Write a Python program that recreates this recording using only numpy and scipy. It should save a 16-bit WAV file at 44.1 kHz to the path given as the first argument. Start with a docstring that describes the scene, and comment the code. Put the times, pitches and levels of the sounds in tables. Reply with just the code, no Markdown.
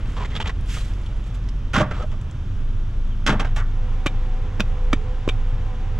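"""Rubber scrapes and carpet swishes, close by, as floor mats are pulled out of an idling car.
Open car park, a two-port stereo microphone beside the open door. One mat is swung twice against the
door, which smacks, booms and rattles into the cabin, then beaten four times by hand.
The engine rumbles underneath throughout and takes up load; its cooling fan starts just past half way."""
import sys
import numpy as np
from scipy import signal
from scipy.fft import rfft, irfft, next_fast_len
from scipy.io import wavfile
from scipy.ndimage import uniform_filter1d

SR = 44100
rng = np.random.default_rng(int(sys.argv[2]) if len(sys.argv) > 2 else 0)


def store_pcm(level_fs):
    """Save levels as 16-bit WAV."""
    pcm = np.round(np.clip(level_fs, -1, 1) * 32767).astype(np.int16)
    wavfile.write(sys.argv[1], SR, np.atleast_2d(pcm).T)


N = 264358

# part after part of the limp mat lands on the door, in two swings and their rebounds:
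# (time [s], length [s], level [dB], tilt [dB/octave])
SMACKS = [(1.733, 0.0085, -25.5, 1.5), (1.7384, 0.026, -23.5, 0), (1.7603, 0.004, -18, -1),
          (1.769, 0.0026, -24, -1), (1.7795, 0.004, -19, -1), (1.792, 0.01, -22, -1.5),
          (1.804, 0.011, -23, -1), (1.9076, 0.0084, -25.5, -3.5), (2.115, 0.0042, -43, 2),
          (3.2635, .016, -18.5, 1.5), (3.291, 0.015, -18.5, -1.5), (3.32, 0.011, -30, -1.5),
          (3.3946, .003, -25, 0), (3.3984, 0.0018, -19, -1), (3.446, 0.0065, -30.5, -2.5),
          (3.469, .002, -35, -2.5), (3.56, 0.014, -34.5, 3.5), (3.581, 0.021, -37, 0.5)]
# its stiff edges knock on the panel: (time [s], length [s], level [dB], favoured pitch [Hz])
KNOCKS = [(1.733, 0.0079, -30, 1380), (1.752, 0.0089, -19.5, 1250), (1.8, 0.016, -20.5, 610),
          (1.806, 0.0053, -25, 1290), (1.824, 0.0087, -26.5, 1070), (1.903, .003, -46, 1140),
          (2.118, 0.023, -44, 880), (3.271, 0.017, -22, 1070), (3.295, 0.008, -30, 1180),
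          (3.325, 0.011, -31, 425), (3.395, 0.0032, -27.5, 940), (3.562, 0.019, -33, 1080),
          (3.586, 0.033, -35.5, 1430)]
# its weight booms the whole door: (time [s], build-up [s], level [dB], favoured pitch [Hz])
BOOMS = [(1.77, 0.0051, -18.5, 160), (1.794, 0.018, -21, 200), (1.909, 0.0041, -34.5, 171),
         (3.272, 0.016, -17, 175), (3.32, 0.021, -26.5, 250), (3.397, 0.0094, -26.5, 128)]
# air shoved by mat or palm: (time [s], level [dB], pitch [Hz], swell [s])
THUDS = [(1.7739, -13.5, 187, .0045), (3.281, -17.5, 234, .006), (3.299, -18.5, 202, 0.0046),
         (3.324, -20.5, 260, 0.0027), (3.348, -18.5, 223, 0.0042), (4.0606, -15, 272, 0.0023),
         (4.061, -18, 133, 0.0036), (4.063, -25, 550, .003), (4.5982, -13.5, 205, 0.0012),
         (4.6071, -17.5, 190, 0.0032), (4.9312, -19, 263, 0.0025), (4.935, -10.5, 248, 0.0015),
         (5.2771, -7.5, 328, 0.00072), (5.289, -24, 453, 0.0027)]
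# door trim shaken by the heavy blows: (time [s], level [dB])
RATTLES = [(1.82, -37), (3.315, -26.5), (3.405, -32)]
# four beats by hand, in each the palm claps and the rubber whips back:
# (time [s], length [s], burst [dB], snap [dB], snap pitch [Hz], ring [dB])
SLAPS = [(4.0603, .005, -20, -18, 2480, -34.5), (4.0668, 0.0028, -21, -14, 2940, -23.5),
         (4.073, 0.007, -35, -24, 3020, -32), (4.5968, 0.0032, -28, -24, 1240, -36),
         (4.6038, 0.00092, -16.5, -19, 1550, -32.5), (4.6044, 0.0012, -17.5, -11.5, 2490, -31),
         (4.9297, .002, -19, -13, 1200, -25.5), (4.9317, 0.0018, -20, -17, 2100, -22.5),
         (5.2772, 0.0027, -34, -23.5, 1040, -37), (5.2886, 0.002, -22.5, -23, 2630, -32),
         (5.2947, 0.0014, -27.5, -18, 3190, -33.5)]
# rubber dragged over the sill or down the door: (time [s], length [s], level [dB], ring [Hz])
SCRAPES = [(0.165, 0.023, -29, 1090), (0.197, 0.041, -30.5, 996), (0.246, 0.014, -35.5, 2040),
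           (0.296, 0.091, -41, 2030), (0.351, 0.024, -30, 3470), (0.399, 0.0082, -27, 876),
           (0.4, 0.024, -29, 2960), (0.442, 0.012, -38, 1300), (0.456, 0.016, -31.5, 2020),
           (0.471, 0.011, -30.5, 3620), (0.483, 0.02, -34.5, 1870), (0.493, 0.0084, -30.5, 1920),
           (0.762, 0.017, -36, 1280), (1.926, 0.1126, -37.5, 1270)]
# carpet pile sliding: (time [s], swell [s], level [dB])
SWISHES = [(0.015, 0.12, -54), (0.643, 0.097, -38.5), (0.7, 0.34, -62.5), (1.04, 0.0073, -65),
           (1.25, .02, -54), (1.337, 0.014, -50), (1.9, 0.088, -59.5)]
# short glides: (time [s], length [s], level [dB], start pitch [Hz], end pitch [Hz])
SQUEAKS = [(1.734, 0.03, -26, 1520, 1180), (3.298, 0.017, -18.5, 1330, 1560),
           (1.982, 0.05, -38.5, 470, 530), (2.018, 0.046, -37.5, 575, 615), (2.003, .03, -45, 740, 830),
           (1.998, 0.032, -42, 1270, 1335), (3.1, 0.067, -55, 3350, 2650)]
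# small high ticks, and a brief thin whistle on the second hand slap: (time [s], level [dB], ring [Hz])
TICKS = [(0.182, -62, 7000), (0.256, -45, 6800), (0.608, -47, 9500), (0.647, -55, 11000),
         (0.658, -50, 10000), (0.935, -48, 5500), (1.061, -41, 3170), (1.27, -61, 6000), (1.361, -58, 6000),
         (1.487, -40, 5370), (2.023, -49, 5950), (2.117, -64, 6500), (2.212, -48, 7300), (2.31, -46, 7350),
         (4.605, -45, 12000)]
# hands and clothes on the mats: (time [s], level [dB])
RUSTLE_LEVEL = [(0, -39.5), (.15, -40), (.55, -45.5), (.9, -44), (1.4, -49), (1.7, -63), (2.3, -78)]

# modes of the door panel, the whole door and the stiff mat: (frequency [Hz], level [dB], t60 [s])
PANEL_MODES = [(425, -5, .06), (525, -7, .05), (610, -4.5, .07), (715, -6, .04), (800, -7, .025),
               (900, -6, .03), (1071, -3, .05), (1180, -3, .04), (1280, -3, .025), (1400, -3, .025),
               (1490, -5, .025), (1670, -5, .035), (1930, -5, .045), (2240, -7, .04)]
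DOOR_MODES = [(105, 12.5, 0.033), (131.6, -5.5, 0.18), (171, 9.5, 0.028), (198.2, 0.5, 0.17),
              (240, -0.5, 0.038), (282, 0, 0.06), (309, -6.5, 0.043), (375, -19, 0.08)]
MAT_MODES = [(604, 15, 0.044), (1770, 3.5, 0.025), (2343, 5, 0.034), (2540, -9, 0.044), (2980, 3.5, 0.033),
             (3600, -4.5, 0.058), (3760, -1, 0.023)]
# engine orders: (multiple of the throb rate [1], level [dB])
ENGINE_ORDERS = [(1, 0.5), (2, -13.5), (3, -20.5), (4, -17)]
# fan blade tones: (frequency [Hz], level relative to the fan's rush [dB])
FAN_TONES = [(430.7, -9.5), (506.5, -6), (759.5, -9), (1013, -14)]

# noise spectra of the mats and the door, close by: (frequency [Hz], relative density [dB])
SMACK_SPECTRUM = [(150, 11.5), (400, 3), (700, 6), (1000, 3.5), (1500, 9), (2200, 3.5), (3400, 2),
                  (4300, -10), (6000, -9), (7800, -15.5), (9000, -24), (11500, -31), (14500, -45)]
RATTLE_SPECTRUM = [(150, -7), (350, 0.5), (700, 3.5), (1000, 5), (1600, -2.5), (2400, -17), (3600, -28),
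                   (4500, -27), (12000, -45)]
SLAP_SPECTRUM = [(300, 5.5), (750, -2), (1200, 6.5), (1700, 1), (2400, 1.5), (3100, -0.5), (3700, -2.5),
                 (4300, -12), (6200, -11.5), (7800, -15.5), (9000, -25.5), (14000, -33)]
SCRAPE_SPECTRUM = [(100, 9), (200, 10.5), (290, -11), (420, 4.5), (600, -1.5), (950, 2), (1500, -1.5),
                   (2200, -5), (3300, -4), (4200, -14), (7400, -20.5), (9000, -34.5), (14000, -47)]
SWISH_SPECTRUM = [(200, -19), (800, -6), (1600, 2.5), (3400, 4), (4400, -3.5), (7400, -3), (9000, -11),
                  (11500, -16), (14500, -28)]
RUSTLE_SPECTRUM = [(150, 13), (450, 2), (1000, -4), (1900, -5.5), (3300, -9), (4400, -19.5), (7500, -27.5),
                   (12000, -45)]
TICK_SPECTRUM = [(300, -36), (1200, -4), (3200, 2), (4300, -4.5), (7000, -8), (8800, -12), (11000, -19),
                 (14500, -34)]
# noise spectra of the car and the open air behind them: (frequency [Hz], relative density [dB])
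EXHAUST_SPECTRUM = [(12, -6.5), (22, 8), (40, -1), (65, -1.5), (90, 0.5), (120, -4), (160, -15.5),
                    (240, -18.5), (330, -43.5), (600, -48), (2000, -78)]
FAN_SPECTRUM = [(100, 12), (250, -24), (430, 4), (650, -3), (850, 3.5), (1400, -2.5), (2200, -5.5),
                (3400, -10), (4400, -20), (7000, -23.5), (12000, -54)]
AIR_SPECTRUM = [(100, 7.5), (300, 4.5), (700, -6), (1300, -5.5), (2100, -14), (3400, -11.5), (4300, -24),
                (6000, -22.5), (7700, -30.5), (9000, -38), (11000, -37), (14500, -73)]
# the microphone's two ports: (frequency [Hz], left minus right [dB], left lag [rad], diffuse share [dB])
MIC_PORTS = [(25, -1.3, 0, -19), (70, -.2, 0, -25), (250, -1, .05, -19), (650, -1.6, .1, -17),
             (1450, -1.6, .16, -16), (2450, -.1, .55, -13), (3400, 0, 1.1, -12), (4700, -3.8, .4, -8),
             (6700, -.7, .2, -10), (10500, .7, 0, -12)]


def door_blows():
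    """The limp mat rolls onto the door: ribs smack, edges knock on the panel, the whole door booms."""
    out = np.zeros(N)
    for s, length, db, tilt_db in SMACKS:
        shudder = judder(depth_db=2.5, rate=250)
        touch = contact(0.0015, length, t60=0.079, grain_db=1.5)
        ribs = touch * shudder * crackle(per_s=3500, between_db=-6)
        add(out, s, from_db(db) * colour(ribs, SMACK_SPECTRUM, tilt_db))
    for s, length, db, hz in KNOCKS:
        touch = contact(0.0013, length, t60=0.057, grain_db=1)
        add(out, s, from_db(db) * struck(PANEL_MODES, touch, hz, focus_db=11, detune=0.0072))
    for s, build, db, hz in BOOMS:
        weight = contact(build, build, t60=0.16, grain_db=3)
        add(out, s, from_db(db) * struck(DOOR_MODES, weight, hz, focus_db=9))
    return out


def hand_beats():
    """Each slap squeezes out a burst of air, snaps at a pitch of its own and leaves the rubber ringing."""
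    out = np.zeros(N)
    swell_cycles = 1.4
    for s, length, burst_db, snap_db, hz, ring_db in SLAPS:
        burst = contact(0.00064, length, t60=0.019, grain_db=0.5)
        add(out, s, from_db(burst_db) * colour(burst, SLAP_SPECTRUM))
        add(out, s, from_db(snap_db) * pulse(hz, swell_cycles / hz))
        add(out, s, from_db(ring_db) * struck(MAT_MODES, np.ones(1), hz, focus_db=14))
    return out


def thuds():
    """The mat's broad face shoves the air as it lands on the door or the palm drives into it."""
    out = np.zeros(N)
    for s, db, hz, swell in THUDS:
        add(out, s, from_db(db) * pulse(hz, swell))
    return out


def door_rattles():
    """The shaken trim chatters on for a moment, dull and uneven."""
    out = np.zeros(N)
    for s, db in RATTLES:
        chatter = contact(0.017, 0.01, t60=0.19, grain_db=1.5) * crackle(per_s=900, between_db=-7)
        add(out, s, from_db(db) * colour(chatter, RATTLE_SPECTRUM))
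    return out


def scrapes():
    """Ribbed rubber judders over an edge; a tighter grip rings higher, brighter and less pure."""
    out = np.zeros(N)
    mid_hz = 1720
    for s, length, db, ring_hz in SCRAPES:
        grip = np.log2(ring_hz / mid_hz)
        shudder = judder(depth_db=3, rate=280)
        touch = contact(0.095 * length, length, t60=0.037, grain_db=0)
        slips = touch * shudder * crackle(per_s=1000, between_db=0.5)
        scrape = colour(slips, SCRAPE_SPECTRUM, tilt_db=1.5 * grip,
                        ring_hz=ring_hz, ring_db=10.5 - 1.5 * grip, ring_octaves=0.13)
        add(out, s, from_db(db) * scrape)
    return out


def swishes():
    """Each slide of the sandy carpet swells quickly and trails off."""
    level = np.zeros(N)
    for s, swell, db in SWISHES:
        age = np.maximum(clock() - s, 0) / swell
        level += from_db(db) * (age * np.exp(1 - age)) ** 2.94
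    flutter = from_db(drift(40) + 0.51 * drift(250))
    return level * flutter * colour(grains(grain_db=4.5, size=N), SWISH_SPECTRUM)


def rustle():
    """Hands and clothes brush the mats in dull clumps of soft grains."""
    db = np.interp(clock(), *np.transpose(RUSTLE_LEVEL))
    return from_db(db + 1.2 * drift(45)) * colour(grains(grain_db=4.5, size=N), RUSTLE_SPECTRUM)


def high_ticks(count=10, from_s=0.69, to_s=1.5, fine_db=-54.5, low_hz=2030, ring_cycles=180):
    """Small high ticks, some at random, and a brief thin whistle on the second hand slap."""
    out = np.zeros(N)
    fine = [(from_s + (to_s - from_s) * when, fine_db, low_hz * 2 ** (2 * pitch))
            for when, pitch in rng.random((count, 2))]
    for s, db, ring_hz in TICKS + fine:
        touch = contact(0.0017, 0.0012, t60=ring_cycles / ring_hz, grain_db=-1)  # higher dies sooner
        tick = colour(touch, TICK_SPECTRUM, ring_hz=ring_hz, ring_db=13, ring_octaves=0.22)
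        add(out, s, from_db(db) * tick)
    return out


def squeaks(wobble=0.03, rough_db=4):
    """Thin, unsteady glides that swell and fade around the blows on the door."""
    out = np.zeros(N)
    for s, length, db, start_hz, end_hz in SQUEAKS:
        along = ramp(s, length)
        hz = (start_hz + (end_hz - start_hz) * along) * (1 + wobble * drift(136))
        out += from_db(db + rough_db * drift(240)) * np.sin(np.pi * along) * tone(hz)
    return out


def engine(load_s=2.3, idle_hz=23.3, loaded_hz=26.62, idle_db=-32.5, loaded_db=-22):
    """The idling engine takes up load: its throb grows quickly, its speed follows slowly."""
    hz = idle_hz + (loaded_hz - idle_hz) * ramp(load_s, 1.3)
    hz *= 1 + 0.01213 * drift(4.95)
    db = idle_db + (loaded_db - idle_db) * ramp(load_s, 0.39)
    throb = sum(tone(hz * order) * from_db(level + 1.5 * drift(2.8)) for order, level in ENGINE_ORDERS)
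    return from_db(db) * throb


def drone(peak_s=1.64, peak_db=-25.5, rise_db_per_s=3, fall_db_per_s=31, start_hz=43.5, sag_hz=1.8):
    """A low drone swells, then sags in pitch as it fades."""
    since = clock() - peak_s
    db = peak_db + np.minimum(rise_db_per_s * since, -fall_db_per_s * since)
    hz = start_hz - sag_hz * ramp(peak_s, 0.41)
    return from_db(db + 2 * drift(24)) * tone(hz)


def exhaust():
    """The exhaust rumbles low and slightly uneven."""
    return from_db(-27 + drift(5.7)) * wash(EXHAUST_SPECTRUM)


def cooling_fan():
    """The fan's rush and wavering blade tones fade in, then hold."""
    speed = 1 + 0.011 * drift(14)
    blades = sum(from_db(db + 3.4 * drift(3.9)) * tone(hz * speed) for hz, db in FAN_TONES)
    return from_db(-45) * ramp(start_s=3.54, length_s=0.38) * (wash(FAN_SPECTRUM) + blades)


def open_air():
    """The car park's near-steady wash, behind everything else."""
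    return from_db(-43 + 0.11 * drift(26)) * wash(AIR_SPECTRUM)


def cabin_echo(x, dull_hz=2430):
    """The open cabin beside the microphone answers with a dull echo."""
    lowpass = signal.butter(2, dull_hz, fs=SR, output="sos")
    return signal.sosfilt(lowpass, from_db(-9.5) * scatter(x, t60=0.41))


def microphone(x):
    """Two close ports: nearly alike in the bass, shaded and delayed by the housing in the treble."""
    hz, *columns = np.transpose(MIC_PORTS)
    size = next_fast_len(N + SR // 10)
    log_hz = np.log(np.maximum(np.fft.rfftfreq(size, 1 / SR), 1))
    lean_db, lag, diffuse_db = [np.interp(log_hz, np.log(hz), c) for c in columns]
    sides = np.array([[1], [-1]])
    direct = rfft(np.pad(x, (0, size - N), "linear_ramp")) * np.exp(-0.5j * sides * lag)
    # reflections arrive from the sides and shift as body and mat move
    turn = np.pi * drift(1.86)
    stray = np.cos(turn) * scatter(x, t60=0.03) + np.sin(turn) * scatter(x, t60=0.03)
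    diffuse = rfft(np.pad(stray, (0, size - N), "linear_ramp")) * from_db(diffuse_db) * sides
    return irfft((direct + diffuse) * from_db(sides * lean_db / 2), size)[:, :N]


def struck(modes, push, favoured_hz, focus_db, detune=0.017):
    """A pushed body rings, focus_db weaker per octave from the favoured pitch; peak power 1."""
    t = clock()[:SR // 2]
    tap = np.zeros(len(t))
    for hz, db, t60 in modes:
        strength = rng.choice([-1, 1]) * from_db(db - focus_db * abs(np.log2(hz / favoured_hz)))
        pitch = hz * (1 + detune * rng.standard_normal())  # the load shifts each mode a little
        tap += strength * from_db(-60 * t / t60) * np.sin(2 * np.pi * pitch * t)
    sound = signal.fftconvolve(push, tap)
    return sound / np.sqrt(uniform_filter1d(sound ** 2, size=SR // 50).max())


def contact(rise_s, length_s, t60, grain_db):
    """A crowd of tiny impacts that builds up, lasts as long as the contact, and dies away."""
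    t = clock()[:SR // 2]
    release = from_db(-60 * np.maximum(t - length_s, 0) / t60)
    return grains(grain_db, len(t)) * np.minimum(t / rise_s, 1) * release


def grains(grain_db, size):
    """Tiny impacts of random sign and uneven size; unit power."""
    signs = rng.choice([-1, 1], size)
    return rms_one(signs * from_db(grain_db * np.minimum(rng.exponential(1, size), 5)))


def judder(depth_db, rate):
    """Uneven stick and slip of rubber, as a gain of unit power."""
    return rms_one(from_db(depth_db * np.tanh(drift(rate)[:SR // 2])))


def crackle(per_s, between_db):
    """Separate tiny snaps over a steady rub, as a gain of unit power."""
    snaps = rng.random(SR // 2) < per_s / SR
    return rms_one(rms_one(snaps.astype(float)) + from_db(between_db))


def pulse(hz, swell_s):
    """A few cycles under an envelope that swells to 1 and dies quickly."""
    t = clock()[:SR // 8]
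    return t / swell_s * np.exp(1 - t / swell_s) * np.sin(2 * np.pi * hz * t)


def scatter(x, t60):
    """A dense spray of reflections that dies away; unit power gain."""
    t = clock()[:SR // 2]
    tail = rng.standard_normal(len(t)) * from_db(-60 * t / t60)
    return signal.oaconvolve(x, tail / np.linalg.norm(tail))[:N]


def colour(x, spectrum, tilt_db=0, ring_hz=1000, ring_db=0, ring_octaves=0.26, size=8192):
    """Causal (minimum-phase) filter of unit power gain, with a tilt per octave and one resonance."""
    octave = np.log2(np.maximum(np.fft.rfftfreq(size, 1 / SR), 1))
    hz, db = np.transpose(spectrum)
    tilt = tilt_db * np.maximum(octave, np.log2(hz[1]))
    resonance = ring_db / (1 + ((octave - np.log2(ring_hz)) / ring_octaves) ** 2)
    gain = from_db(np.interp(octave, np.log2(hz), db) + tilt + resonance)
    cepstrum = irfft(np.log(gain))[:size // 2]
    cepstrum[1:] *= 2
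    response = irfft(np.exp(rfft(cepstrum, size)))[:size // 2]
    return signal.oaconvolve(x, response / np.linalg.norm(response))[:len(x)]


def wash(spectrum):
    """Steady noise of unit power."""
    return colour(rng.standard_normal(N), spectrum)


def tone(hz):
    """Sine of unit power that follows a pitch curve."""
    return np.sqrt(2) * np.sin(2 * np.pi * (np.cumsum(hz) / SR + rng.random()))


def drift(rate):
    """Random wander of spread 1, mostly slower than rate [Hz]."""
    step, settle = 40, 2000
    pole = np.exp(-2 * np.pi * step * rate / SR)
    noise = rng.standard_normal(N // step + settle + 2)
    slow = signal.lfilter([1], [1, -2 * pole, pole * pole], noise)[settle:]
    return np.interp(np.arange(N) / step, np.arange(len(slow)), rms_one(slow))


def ramp(start_s, length_s):
    """Goes evenly from 0 to 1, then holds."""
    return np.clip((clock() - start_s) / length_s, 0, 1)


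def add(track, s, sound):
    """Mix a short sound in at time s."""
    at = max(0, round(s * SR))
    track[at:at + len(sound)] += sound[:N - at]


def clock():
    """Time of every sample."""
    return np.arange(N) / SR


def from_db(db):
    """Decibels to gain."""
    return 10 ** (np.asarray(db) / 20)


def rms_one(x):
    """Scale to unit power."""
    return x / np.sqrt(np.mean(x ** 2) + 1e-20)


def scene():
    """From beside the open door: mats close to the microphone, the running car underneath."""
    door = door_blows() + door_rattles()
    cabin = cabin_echo(door)
    slaps = hand_beats()
    bounce = from_db(-12) * scatter(slaps, t60=0.079)  # off the door and the ground
    handling = scrapes() + swishes() + rustle() + high_ticks() + squeaks()
    background = engine() + drone() + exhaust() + open_air() + cooling_fan()
    return microphone(door + cabin + thuds() + slaps + bounce + handling + background)


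def record(dry):
    """A steep high cut after the microphone."""
    cutoff_hz = 14400
    return signal.sosfilt(signal.ellip(10, 0.2, 80, cutoff_hz, fs=SR, output="sos"), dry)


dry = scene()
out = record(dry)
store_pcm(out)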